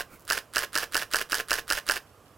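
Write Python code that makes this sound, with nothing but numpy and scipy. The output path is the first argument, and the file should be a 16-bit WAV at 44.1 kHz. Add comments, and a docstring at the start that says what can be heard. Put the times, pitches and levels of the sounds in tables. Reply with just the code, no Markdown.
"""Reflex camera burst, close up

A dry room, a clip-on microphone close to a reflex camera firing about five frames a second.
Every frame is the same chain of contacts: magnet tick, latch, mirror up, two shutter curtains,
then the motor recocks and the mirror drops back. The body rings and the room answers briefly.
The camera sits a little to the right, over faint room tone."""
import sys
import numpy as np
from scipy import signal
from scipy.fft import rfft, irfft, next_fast_len
from scipy.io import wavfile
from scipy.ndimage import uniform_filter1d

SR = 44100
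rng = np.random.default_rng(int(sys.argv[2]) if len(sys.argv) > 2 else 0)


def output_pcm(signal):
    """Save a mono or channel-first signal as 16-bit PCM at the path in sys.argv[1].

    Samples are clipped to [-1, 1] before scaling.
    """
    pcm = np.clip(np.atleast_2d(signal).T, -1, 1) * 32767
    wavfile.write(sys.argv[1], SR, np.round(pcm).astype(np.int16))


N = 104649
SIZE = 16384  # samples in one contact or impulse response

# One row a frame; delays count from the latch, mirror levels from level_db:
# latch_s, level_db, mirror_up_delay_s, mirror_up_db, shutter_delay_s, mirror_down_delay_s, mirror_down_db
FRAME_CUES = [(-.073, 0, .009, 0, 0.014, .0775, -2), (0.3005, 1, 0.0082, -1, 0.021, 0.073, -2),
              (0.5588, 0.5, 0.0083, 1, .0222, 0.074, -1.5), (0.7533, 1, .0088, -2, 0.022, 0.076, -2.5),
              (0.9446, 0.5, 0.0092, 1.5, 0.022, 0.076, -2), (1.1354, 1, .0088, 1, 0.022, 0.075, -0.5),
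              (1.3203, 0.5, .0090, -1, .0227, .0772, 0), (1.5069, 1, 0.0089, 1, 0.023, 0.076, -2),
              (1.7017, 1, 0.0091, -1, 0.021, 0.072, -1.5), (1.8881, 0.5, 0.0087, 2.5, 0.022, 0.076, -2.5)]
# Spectrum of the recocking gear: frequency_hz, level_db
GEAR_COLOUR = [(100, -10.5), (350, -2), (900, -2), (1600, 5), (2200, -1), (2900, 1.5), (3600, -3),
               (5000, -2.5), (7500, -9), (9700, -8.5), (12000, -8), (15500, -14)]


def mechanism():
    """Magnet, latch, mirror, curtains, levers and pawls hit their stops in every frame."""
    # Spectrum of each part when struck: frequency_hz, level_db
    magnet = [(150, -35), (400, -18), (900, -14), (1300, 7), (2000, -8), (3000, -12), (4700, -1.5),
              (6500, -21), (9000, 1.5), (11000, -5.5), (16000, -23)]
    latch = [(100, -17), (330, 10), (460, -15.5), (670, 5.5), (790, -25.5), (1100, -7), (1400, 13),
             (1700, -7.5), (2000, 7), (2400, -2), (2900, 9), (3500, -6.5), (4250, 8), (4550, 0.5),
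             (5000, 10), (6200, -2.5), (8900, -6.5), (9800, -1), (12000, -7.5), (15000, -9)]
    mirror_up = [(100, 0), (200, -9), (270, -1), (340, -7), (420, 9.5), (680, 9), (790, 4), (900, 10),
                 (1150, 9), (1450, 20), (1700, 19), (2080, 0), (2800, 11.5), (3200, -6), (4100, -12),
                 (5000, -1), (5800, -8), (8500, -1.5), (15000, -12)]
    first_curtain = [(100, -12.5), (300, -14), (490, -6), (900, 0), (1350, -1.5), (1500, 1), (1750, 14),
                     (2050, -5), (2600, -14.5), (2900, 8), (3400, -6), (4400, -0.5), (5000, 5.5),
                     (6000, -1), (7400, -5), (8400, 3), (9300, -12), (11000, -10), (15000, -6.5)]
    second_curtain = [(100, -14.5), (300, -2), (490, -5.5), (1300, 3), (1650, 14.5), (2100, -4.5),
                      (2900, 1), (3600, -8.5), (5000, 1.5), (6500, -0.5), (8000, -11), (9800, 2),
                      (12000, -3), (15000, -22.5)]
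    mirror_down = [(100, -30.5), (220, -12.5), (330, 2), (450, 0), (700, -1), (860, -13.5), (1050, 2.5),
                   (1200, -7.5), (1460, 7.5), (1720, 9), (2050, -4), (2950, 3), (3400, -27.5),
                   (5000, -15.5), (15000, -13)]
    lever = [(150, -31), (330, -6), (480, -3), (900, -7), (1450, 7.5), (1750, 8.5), (2200, -0.5), (3300, 2),
             (4800, -3), (7000, -3), (10500, -8), (16000, -6.5)]
    # Light contacts of the release levers and the gear's pawls: after_latch_s, level_db, t60_s
    lever_hits = [(-.0305, -29, 0.019), (-.0185, -18, .02), (-.0112, -11.5, 0.036), (-.0075, -16, 0.004)]
    pawl_hits = [(0.0495, -7, .006), (0.069, -13.5, .008), (.072, -10.5, 0.0082), (0.078, -12, .008),
                 (0.086, -10, 0.008)]
    exposure_s = 0.0088
    latch_s, db, up_s, up_db, shutter_s, down_s, down_db = np.transpose(FRAME_CUES)
    out = strikes(latch_s - 0.0228, db - 10.5, magnet,
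                  t60=0.0048, rise_s=0.00051, hold_s=0.00127, rattle_db=-8)
    out += strikes(latch_s - 0.0001, db + 0.12, latch,
                   t60=0.0076, rise_s=0.00046, hold_s=0.0014, rattle_db=-5.5)
    out += strikes(latch_s + up_s, db + up_db - 2.5, mirror_up,
                   t60=0.002, rise_s=0.00062, hold_s=0.00048, rattle_db=-5.5)
    out += strikes(latch_s + shutter_s, db + 1, first_curtain,
                   t60=0.0041, rise_s=0.0003, hold_s=0.0017, rattle_db=-5.5)
    out += strikes(latch_s + shutter_s + exposure_s, db - 0.8, second_curtain,
                   t60=0.0022, rise_s=0.00029, hold_s=0.0015, rattle_db=-7)
    out += strikes(latch_s + down_s, db + down_db + 1.5, mirror_down,
                   t60=0.0097, rise_s=0.0021, hold_s=0.0024, rattle_db=-10)
    for delay_s, hit_db, t60 in lever_hits:
        out += strikes(latch_s + delay_s, db + hit_db, lever,
                       t60, rise_s=0.001, hold_s=0.001, rattle_db=0.5)
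    for delay_s, hit_db, t60 in pawl_hits:
        out += strikes(latch_s + delay_s, db + hit_db, GEAR_COLOUR,
                       t60, rise_s=0.0003, hold_s=0.001, rattle_db=0)
    return out


def strikes(times_s, levels_db, colour, t60, rise_s, hold_s, rattle_db):
    """One contact, repeated: a short crunch, nearly alike each time, and a rattle of small parts."""
    out, t = np.zeros(N), np.arange(SIZE) / SR
    tone = minimum_phase(colour)
    shared = rng.standard_normal((2, SIZE))
    variety = np.array([[0.35], [0.55]])  # fresh noise in each strike: crunch, rattle
    crunch_shape = np.minimum(t / rise_s, 1) * fade(np.maximum(t - rise_s - hold_s, 0), t60)
    rattle_shape = fade(t, t60=0.07) * (1 - fade(t, t60))
    for start_s, db in zip(times_s, levels_db):
        crunch, rattle = shared + variety * rng.standard_normal((2, SIZE))
        for _ in range(2):  # keep the crunch both short and even in spectrum
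            crunch = irfft(flat_spectrum(crunch * crunch_shape, bins=61))
        crunch *= np.sqrt(crunch_shape)
        rattle *= grain(SIZE, depth_db=4, span=50)
        contact = rfft(crunch) / np.linalg.norm(crunch)
        contact += amp(rattle_db) * flat_spectrum(rattle * rattle_shape, bins=201)
        add(out, amp(db) * irfft(tone * contact)[:SIZE // 2], start_s)
    return out


def body(x):
    """The camera's shell rings on after every contact and gives out a little less around 200-300 Hz."""
    # Shell resonances: pitch_hz, level_db, t60_s
    modes = [(432, -7, 0.13), (464, 1, 0.2), (577, -3.5, 0.14), (688, -4.5, 0.097), (891, -4.5, 0.21),
             (1065, -3, 0.22), (1477, -8.5, 0.082), (1605, -22, 0.24), (1733, -11, 0.055),
             (1834, -9, 0.076), (2650, -9, 0.084), (4880, -6, 0.029)]
    # How well the shell radiates: frequency_hz, gain_db
    radiation = [(60, -1), (200, -4.5), (310, -4), (420, 0), (1000, 0)]

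    def response(hz):
        ringing = 0
        for pitch_hz, db, t60 in modes:
            width_hz = np.log(1000) / np.pi / t60
            damping = 1j * hz * width_hz
            ringing += amp(db) * damping / (pitch_hz ** 2 - hz ** 2 + damping)
        return (1 + ringing) * amp(along(radiation, hz))
    return filtered(x, response)


def motor():
    """The gear train whirrs while it recocks the shutter after each latch."""
    delay_s, run_s, ramp_s = 0.034, 0.058, 0.0069
    t = np.arange(N) / SR - delay_s
    running = np.zeros(N)
    for latch_s, db, *_ in FRAME_CUES:
        inside_s = np.minimum(t - latch_s, latch_s + run_s - t)
        running += amp(db) * np.clip(inside_s / ramp_s + 0.5, 0, 1)
    teeth = grain(N, depth_db=6.5, span=40)
    return amp(-38) * running * unit(teeth * noise(GEAR_COLOUR))


def button():
    """The finger makes tiny ticks on the shutter button."""
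    # Finger contacts: start_s, level_db
    ticks = [(.196, -36), (.207, -36), (.222, -38), (.252, -31.5)]
    # Spectrum of a tick: frequency_hz, level_db
    colour = [(200, -24), (1500, -18), (3500, -4), (9000, 5.5), (16000, 4)]
    return strikes(*np.transpose(ticks), colour, t60=0.0012, rise_s=1e-4, hold_s=1e-4, rattle_db=-3.5)


def recoil():
    """Each swing of the mirror shakes the body with a low thump."""
    # Spectrum of the thump: frequency_hz, level_db
    thump = [(15, 5), (36, 9), (55, -16), (110, -18), (300, -82), (1000, -100)]
    up_s, down_s, width_s = 0.021, 0.08, 0.032
    swings = sum(swell(latch_s + up_s, width_s) + amp(-5) * swell(latch_s + down_s, width_s)
                 for latch_s, *_ in FRAME_CUES)
    return noise(thump) * swings


def grip():
    """The hand rubs once on the camera."""
    # Spectrum of the rub: frequency_hz, level_db
    colour = [(300, -1), (1000, -15.5), (1400, 0.5), (1800, -16), (2250, -3.5), (3000, -21), (14000, -16)]
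    return noise(colour) * swell(peak_s=0.14, width_s=0.035)


def room(x):
    """The walls return a short diffuse tail; the bass lasts longest."""
    # Decay of the room: frequency_hz, t60_s
    decay = [(100, .3), (500, 0.28), (1500, 0.18), (5000, 0.18), (15000, 0.22)]
    hz, t, bands = signal.stft(rng.standard_normal(SIZE), SR, nperseg=256)
    bands *= 1000.0 ** (-t / along(decay, hz)[:, None])
    tail = signal.istft(bands, SR, nperseg=256)[1][:SIZE]
    tail = irfft(flat_spectrum(tail, bins=81))[:SIZE * 3 // 4]
    return signal.fftconvolve(x, np.pad(tail, (200, 0)))[:N]  # 4.5 ms behind the direct sound


def room_tone():
    """Steady low noise behind the camera."""
    # Spectrum of the background: frequency_hz, level_db
    colour = [(15, -30), (30, -16), (60, -3), (110, 0), (200, -8), (400, -7), (560, -7), (900, -12.5),
              (1200, -8), (1450, -14.5), (2000, -22), (2800, -20), (3600, -26), (14000, -28), (16000, -42)]
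    return noise(colour)


def microphone(mid):
    """The stereo image leans to the right and widens in the treble."""
    # Level of the diffuse side signal: frequency_hz, gain_db
    width = [(300, -39), (1500, -27), (5000, -21.5), (14000, -12)]
    # Channel balance: frequency_hz, left_over_right_db
    balance = [(100, -5), (2000, -4.5), (5000, -4.5), (9000, -4), (14000, -1.8)]
    burst = rng.standard_normal(SIZE) * fade(np.arange(SIZE) / SR, t60=0.036)
    scatter = irfft(flat_spectrum(burst, bins=81))
    side = filtered(signal.fftconvolve(mid, scatter)[:N], lambda hz: amp(along(width, hz)))
    pair = np.array([mid + side, mid - side])
    return filtered(pair, lambda hz: amp(np.outer([0.5, -0.5], along(balance, hz))))


def amp(db):
    """Decibels to gain."""
    return 10 ** (np.asarray(db) / 20)


def unit(x):
    """Scale to rms 1."""
    return x / np.sqrt(np.mean(x ** 2) + 1e-20)


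def along(points, hz):
    """Interpolate (frequency_hz, value) points on a log frequency axis."""
    points_hz, values = np.transpose(points)
    return np.interp(np.log(hz + 1), np.log(points_hz + 1), values)


def filtered(x, response):
    """Filter x by a gain given as a function of frequency."""
    size = next_fast_len(N + SR // 2)
    return irfft(rfft(x, size) * response(np.fft.rfftfreq(size, 1 / SR)), size)[..., :N]


def noise(colour):
    """Coloured noise of rms 1."""
    return unit(filtered(rng.standard_normal(N), lambda hz: amp(along(colour, hz))))


def grain(length, depth_db, span):
    """A gain that flickers at random, smoothed over span samples."""
    return amp(depth_db * unit(uniform_filter1d(rng.standard_normal(length), span)))


def minimum_phase(colour):
    """Frequency response of the given colour that rings only after the strike."""
    cepstrum = irfft(np.log(amp(along(colour, np.fft.rfftfreq(SIZE, 1 / SR)))))
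    cepstrum[1:SIZE // 2] *= 2
    cepstrum[SIZE // 2 + 1:] = 0
    return np.exp(rfft(cepstrum))


def fade(t, t60):
    """Exponential decay, 60 dB down after t60 seconds."""
    return np.exp(-np.log(1000) * t / t60)


def swell(peak_s, width_s):
    """A bell-shaped rise and fall."""
    return np.exp(-((np.arange(N) / SR - peak_s) / width_s) ** 2)


def flat_spectrum(x, bins):
    """Spectrum of x, levelled by its local mean power."""
    spectrum = rfft(x)
    power = np.abs(uniform_filter1d(np.abs(spectrum) ** 2, bins))
    return spectrum / np.sqrt(power + 1e-12)


def add(out, x, start_s):
    """Mix x into out at start_s."""
    start = int(round(start_s * SR))
    first, end = max(start, 0), min(start + len(x), N)
    if end > first:
        out[first:end] += x[first - start:end - start]


def scene():
    """The camera close up, with the room and faint handling noise beneath it."""
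    camera = body(mechanism() + button() + motor())
    ambience = amp(-14) * room(camera) + amp(-56.5) * room_tone()
    handling = amp(-50) * (recoil() + grip())
    return microphone(camera + ambience + handling)


def record(dry):
    """The recorder keeps nothing above 16.1 kHz."""
    return filtered(dry, lambda hz: hz < 16100)


dry = scene()
out = record(dry)
output_pcm(out)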